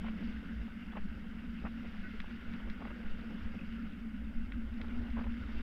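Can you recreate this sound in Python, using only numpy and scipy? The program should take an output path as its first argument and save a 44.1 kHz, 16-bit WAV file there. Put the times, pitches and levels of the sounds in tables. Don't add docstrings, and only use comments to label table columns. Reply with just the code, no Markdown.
import sys
import numpy as np
from scipy import signal
from scipy.fft import rfft, irfft
from scipy.io import wavfile
from scipy.ndimage import uniform_filter1d

SR = 44100
rng = np.random.default_rng(int(sys.argv[2]) if len(sys.argv) > 2 else 0)


def dump(signal):
    limited = np.clip(np.atleast_2d(signal).T, -1, 1)
    pcm = np.round(limited * 32767).astype(np.int16)
    wavfile.write(sys.argv[1], SR, pcm)


def gain_from_db(level_db):
    decades = np.asarray(level_db, float) / 20
    return 10 ** decades


N = 247842

# time_s, load_db
SEA_LOAD = [(0.0, 4), (0.7, -0.5), (1.2, 1.5), (1.7, 2), (2.3, -2), (3.0, -0.5), (3.6, 1), (4.2, 1.5),
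            (4.7, -0.5), (5.1, 3.5), (5.62, 2.5)]

# pitch_hz, level_db
HUM_SPECTRUM = [(110, -50), (145, -26), (170, -13), (190, -5), (205, -6), (216, -3), (228, 1.5), (241, -9),
                (259, -14), (280, -14), (295, -21), (320, -28), (450, -60), (900, -130)]
HUM_LATE_SPECTRUM = [(110, -50), (151, -30), (183, -17), (196, -16), (215, -4), (233, 2), (244, -4),
                     (263, -14), (291, -19), (332, -28), (450, -60), (900, -130)]
# pitch_hz, level_db
BOOM_SPECTRUM = [(20, -33), (34, -10), (46, -6), (56, 2), (66, -6), (76, -7), (92, -12.5), (112, -22.5),
                 (140, -23.5), (250, -76), (900, -130)]
BOOM_LATE_SPECTRUM = [(20, -29.5), (34, -12.5), (46, -6.5), (57, 3.5), (66, -3.5), (78, -11), (92, -15),
                      (112, -26), (140, -30), (250, -80), (900, -130)]
# start_s, end_s
NARROWING_S = (4.2, 4.8)
# centre_s, level_db
HUM_SWELLS = [(0.13, -47), (0.25, -39), (0.5, -43.5), (0.69, -45), (1.04, -46.5), (1.2, -52), (1.49, -47),
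              (1.642, -42.5), (1.8, -47), (2.549, -42.5), (2.71, -46), (2.83, -46), (2.97, -47),
              (3.32, -43), (3.61, -47.5), (3.84, -42), (4.13, -47), (4.27, -48), (4.4, -42.5),
              (4.58, -40.5), (4.79, -43.5), (4.95, -41.5), (5.2, -39.5)]
BOOM_SWELLS = [(0.0, -44), (0.36, -45.5), (0.59, -43), (1.05, -56), (1.14, -44.5), (1.64, -47), (2.35, -49),
               (2.49, -45), (2.66, -44.5), (2.88, -44.5), (3.44, -44.5), (3.55, -43.5), (3.74, -51),
               (4.27, -45), (4.46, -43), (4.55, -41), (4.7, -39.5), (4.82, -42), (4.94, -39), (5.01, -37),
               (5.15, -37), (5.28, -40.5), (5.42, -39), (5.56, -44)]

# pitch_hz, level_db
BUFFET_SPECTRUM = [(1, -20), (3, 3), (12, 4.5), (22, -11.5), (35, -11), (60, -45.5), (200, -100)]
# centre_s, level_db, half_length_s
GUSTS = [(0.08, -43, 0.038), (0.25, -43, 0.049), (1.04, -31.5, 0.027), (1.78, -44, 0.065),
         (2.01, -38, 0.032), (2.215, -37.5, 0.039), (2.495, -38, 0.018), (2.606, -48, .05),
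         (2.7, -38.5, .03), (2.847, -43, 0.043), (3.105, -37.5, 0.06), (3.478, -39, 0.057),
         (3.692, -39.5, 0.02), (4.202, -47, 0.029), (4.303, -43, 0.022), (4.4, -31.5, 0.038),
         (4.62, -33.5, 0.037), (4.795, -39.5, 0.063), (4.954, -35.5, 0.036), (5.13, -39.5, 0.035),
         (5.276, -35.5, 0.032), (5.572, -37, 0.03)]

# time_s, wash_db, foam_db
WAKE_LEVELS = [(0.0, 1.5, 0.5), (0.3, 3.5, 2), (0.72, -1.5, -0.5), (1.22, -0.5, -1.5), (1.7, 0.5, 0),
               (2.17, -1.5, 2), (2.43, 1, 1), (2.97, 3, 0.5), (3.5, 0, 1), (3.85, -2.5, -1),
               (4.15, -3, -3.5), (4.45, -3, -2.5), (4.65, -1.5, -1.5), (4.84, 3, -0.5), (5.06, 5, 0.5),
               (5.32, 0, 0), (5.62, 3, 3.5)]
# pitch_hz, level_db
SLOSH_SPECTRUM = [(90, -66), (130, -4), (300, 2.5), (450, -2.5), (530, -2.5), (620, -6), (1100, -13),
                  (2500, -36.5), (5000, -63)]
# pitch_hz, level_db
FOAM_SPECTRUM = [(500, -30), (1100, -11), (1450, 1.5), (1800, -4.5), (2150, -2.5), (2400, -9), (2750, -3.5),
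                 (3300, -12.5), (4200, -32), (6200, -60)]
# pitch_hz, level_db
SPRAY_SPECTRUM = [(2500, -23), (3600, 4), (4200, -4.5), (4700, -0.5), (5500, -7), (6500, -18.5),
                  (9000, -31)]

# start_s, level_db, brightness_db (tilt of the treble), half_length_s
SLAPS = [(0.037, -51.5, -5, 0.0095), (0.059, -53, -1, 0.007), (0.079, -50, -2, 0.0073),
         (0.679, -59, -15, 0.005), (0.929, -54.5, -4, 0.0067), (0.954, -53, -8, 0.005),
         (0.967, -45.5, -4.5, 0.0066), (0.976, -46.5, -12, 0.0034), (1.241, -60, -12, 0.0033),
         (1.652, -46, -7, 0.0073), (1.667, -46.5, -4, 0.0043), (2.24, -56, -12, 0.0054),
         (2.535, -61, -4, 0.0069), (2.597, -59, -12, 0.0053), (2.798, -57, -4, 0.007),
         (2.815, -50.5, -6, 0.0074), (2.849, -48.5, -5, 0.0055), (2.869, -52, -3, 0.0058),
         (2.904, -53, -10, 0.0065), (3.379, -63, -7, 0.0063), (3.451, -63, -8, 0.0054),
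         (4.836, -57.5, -10, 0.0098), (5.13, -65, -4, 0.006), (5.168, -47.5, -11, 0.0038),
         (5.177, -47.5, -4, 0.005), (5.191, -48.5, -2, 0.0061), (5.207, -51, -5.5, 0.0065),
         (5.24, -52.5, -0.5, 0.0055), (5.262, -54, -9, 0.0076)]
# pitch_hz, level_db
SLAP_SPECTRUM = [(200, -30), (350, -3), (800, 0), (1200, -3)]

# centre_s, peak_db (of the tap alone), brightness_db (level at 4800 Hz)
TICKS = [(1.8865, -47, -27), (2.2025, -31.5, -20), (2.537, -39, -18), (2.6998, -36, -14),
         (3.7248, -46, -29), (4.5212, -36, -35), (4.815, -35, -18.5), (5.1032, -45, -13)]
# pitch_hz, level_db
TICK_SPECTRUM = [(500, -22), (1100, -7), (1550, 0), (2000, 0), (2800, -3), (3600, -7)]
# delay_s, level_db (relative to the tap)
TICK_ECHOES = [(.00055, -5), (.001, -9), (.0015, -6), (.0019, -9), (.0027, -3), (.0035, -12), (.007, -14),
               (.0082, -15), (.015, -14)]

# start_s, level_db (before the decay), pitch_hz, t60_s, glide (share of pitch per s)
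PLOPS = [(.92, -57, 3380, 0.065, .5), (2.135, -46, 427, 0.087, 1), (2.5, -55, 2260, 0.13, 0),
         (3.59, -53, 538, 0.14, 0), (3.59, -42.5, 2660, 0.03, -11), (3.61, -45, 2690, 0.03, -8),
         (3.791, -45.5, 1400, 0.055, -2.5)]

# start_s, end_s, strong_slips_per_s, level_db, weak_db (drop of the slips between)
CREAK = (2.025, 2.09, 107.3, -52, 3)
# pitch_hz, width_hz, level_db
ROPE_RESONANCES = [(1500, 90, 0), (1930, 120, -7), (2150, 120, -9), (2590, 150, -13)]

# pitch_hz, level_db
HISS_SPECTRUM = [(300, -1.5), (7000, 0.5), (11000, -2.5), (13000, -1), (15500, -2)]


def evened(x):
    return x / np.sqrt(np.mean(x ** 2) + 1e-20)


def spectrum_db(points, hz):
    f, level_db = np.transpose(points)
    return np.interp(np.log(hz + 1), np.log(f + 1), level_db)


def curve(table, column):
    columns = np.transpose(table)
    return np.interp(np.arange(N) / SR, columns[0], columns[column])


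def add(mix, start_s, sound):
    part = mix[max(round(start_s * SR), 0):][:len(sound)]
    part += sound[:len(part)]


def colour(x, points):
    gain = gain_from_db(spectrum_db(points, np.fft.rfftfreq(len(x), 1 / SR)))
    return irfft(rfft(x) * gain, len(x))


def steadied(x, size):
    power = uniform_filter1d(uniform_filter1d(x ** 2, size=size), size=size)
    return evened(x / (power + 0.11 * np.mean(x ** 2)) ** 0.21)


def swelling(bed_db, swells):
    t = np.arange(0, N + 64, 64) / SR
    power = sum(gain_from_db(db) ** 2 * np.exp(-((t - s) / half_s) ** 2) for s, db, half_s in swells)
    return np.sqrt(gain_from_db(bed_db) ** 2 + np.interp(np.arange(N) / SR, t, power))


def narrowing(early, late):
    noise = rng.standard_normal(N)
    share = np.interp(np.arange(N) / SR, NARROWING_S, (0, 1))
    return (1 - share) * evened(colour(noise, early)) + share * evened(colour(noise, late))


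def hull_hum():
    half_s = 0.032
    bed_db = -46.5 + curve(SEA_LOAD, column=1)
    level = swelling(bed_db, [row + (half_s,) for row in HUM_SWELLS])
    return level * steadied(narrowing(HUM_SPECTRUM, HUM_LATE_SPECTRUM), size=3000)


def hull_boom():
    half_s = 0.037
    bed_db = -51 + 0.94 * curve(SEA_LOAD, column=1)
    level = swelling(bed_db, [row + (half_s,) for row in BOOM_SWELLS])
    return level * steadied(narrowing(BOOM_SPECTRUM, BOOM_LATE_SPECTRUM), size=4000)


def wind_buffet():
    level = swelling(-50.5 + 0.89 * curve(SEA_LOAD, column=1), GUSTS)
    return level * steadied(colour(rng.standard_normal(N), BUFFET_SPECTRUM), size=5000)


def patchy(points, patchy_db, flicker_db):
    frames = N // 64 + 5
    a, b, patches, flicker = rng.standard_normal((frames, 129, 4)).T
    patches = evened(uniform_filter1d(uniform_filter1d(patches, size=3, axis=0), size=40, axis=1))
    flicker = evened(uniform_filter1d(uniform_filter1d(flicker, size=30, axis=0), size=14, axis=1))
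    spectra = (a + 1j * b) * gain_from_db(patchy_db * patches + flicker_db * flicker)
    noise = signal.istft(spectra, nperseg=256, noverlap=192)[1][:N]
    return evened(colour(noise, points))


def dying_sine(hz, t60_s, glide):
    t = np.arange(round(t60_s * SR)) / SR
    envelope = (1 - np.exp(-t * hz / 2)) * gain_from_db(-60 * t / t60_s)
    return envelope * np.sin(2 * np.pi * hz * (t + glide * t * t / 2))


def fizz(per_s, spread_db, cycles):
    out = np.zeros(N)
    for hz in np.geomspace(400, 6000, num=30):
        chance, size = rng.random((N, 2)).T
        loud = gain_from_db(spread_db * np.minimum(-np.log(size + 1e-9), 4))
        bursts = (chance < per_s / 30 / SR) * loud
        out += signal.oaconvolve(bursts, evened(dying_sine(hz, cycles / hz, 0)))[:N]
    return out


def slosh():
    return gain_from_db(-60.5 + curve(WAKE_LEVELS, column=1)) * patchy(SLOSH_SPECTRUM, patchy_db=2.0, flicker_db=1.5)


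def foam():
    hiss = patchy(FOAM_SPECTRUM, patchy_db=1.5, flicker_db=1.16)
    bubbles = evened(colour(fizz(per_s=1500, spread_db=1.5, cycles=8.2), FOAM_SPECTRUM))
    return gain_from_db(-57.5 + curve(WAKE_LEVELS, column=2)) * evened(hiss + gain_from_db(-6) * bubbles)


def spray():
    hiss = patchy(SPRAY_SPECTRUM, patchy_db=1.5, flicker_db=1.5)
    drops = evened(colour(fizz(per_s=470, spread_db=4.0, cycles=21), SPRAY_SPECTRUM))
    return gain_from_db(-74 + 1.33 * curve(WAKE_LEVELS, column=2)) * evened(hiss + gain_from_db(-5.5) * drops)


def slaps():
    out = np.zeros(N)
    size, lead = 6000, 1500
    for start_s, level_db, bright_db, half_s in SLAPS:
        noise, grain = rng.standard_normal((size, 2)).T
        u = (np.arange(size) - lead) / SR / half_s
        crackle = noise * gain_from_db(2.5 * evened(uniform_filter1d(grain, size=130)))
        treble = [(2000, bright_db - 4), (3200, 2 * bright_db - 11), (5000, 3 * bright_db - 35), (9000, -90)]
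        clump = np.exp(-(u - .8) ** 2)
        splash = gain_from_db(-10) * np.exp(-((u - 1.1) / 2.8) ** 2)
        shape = clump + splash
        slap = evened(colour(crackle, SLAP_SPECTRUM + treble) * shape)
        shape_rms = np.linalg.norm(shape) / np.sqrt(size)
        add(out, start_s - lead / SR, gain_from_db(level_db) * shape_rms * slap)
    return out


def ticks():
    out = np.zeros(N)
    for centre_s, peak_db, bright_db in TICKS:
        treble = [(4800, bright_db), (6500, bright_db - 16), (10000, bright_db - 40)]
        tap = colour(signal.unit_impulse(256, "mid"), TICK_SPECTRUM + treble)
        tap = tap / tap.max()
        for delay_s, echo_db in [(0, 0)] + TICK_ECHOES:
            add(out, centre_s + delay_s - 128 / SR, gain_from_db(peak_db + echo_db) * tap)
    return out


def plops():
    out = np.zeros(N)
    for start_s, level_db, hz, t60_s, glide in PLOPS:
        add(out, start_s, gain_from_db(level_db) * dying_sine(hz, t60_s, glide))
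    return out


def resonate(x, hz, width_hz):
    turn = np.exp(2j * np.pi * hz * np.arange(len(x)) / SR)
    r = np.exp(-np.pi * width_hz / SR)
    smooth = signal.lfilter([(1 - r) ** 2], [1, -2 * r, r * r], x / turn)
    return 2 * (turn * smooth).real


def creak():
    start_s, end_s, per_s, level_db, weak_db = CREAK
    turns = per_s * np.arange(round((end_s - start_s) * SR)) / SR
    strong = np.diff(np.floor(turns), prepend=0)
    weak = gain_from_db(-weak_db) * np.diff(np.floor(turns + .5), prepend=0)
    slips = strong + weak
    ring = evened(sum(gain_from_db(db) * evened(resonate(slips, hz, width_hz)) for hz, width_hz, db in ROPE_RESONANCES))
    out = np.zeros(N)
    add(out, start_s, gain_from_db(level_db) * ring * signal.windows.tukey(len(ring), .5))
    return out


def microphone_hiss():
    return gain_from_db(-80) * evened(colour(rng.standard_normal(N), HISS_SPECTRUM))


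def scene():
    hull = hull_hum() + hull_boom()
    wake = slosh() + foam() + spray()
    details = slaps() + ticks() + plops() + creak()
    fade = np.minimum(np.arange(N)[::-1] / 300, 1)
    return ((hull + wind_buffet() + wake + details) * fade)[None]


def roll_off(x):
    return signal.sosfilt(signal.butter(12, 15610, fs=SR, output="sos"), x)


def record(dry):
    mix = dry + microphone_hiss()
    return roll_off(mix)


dry = scene()
out = record(dry)
dump(out)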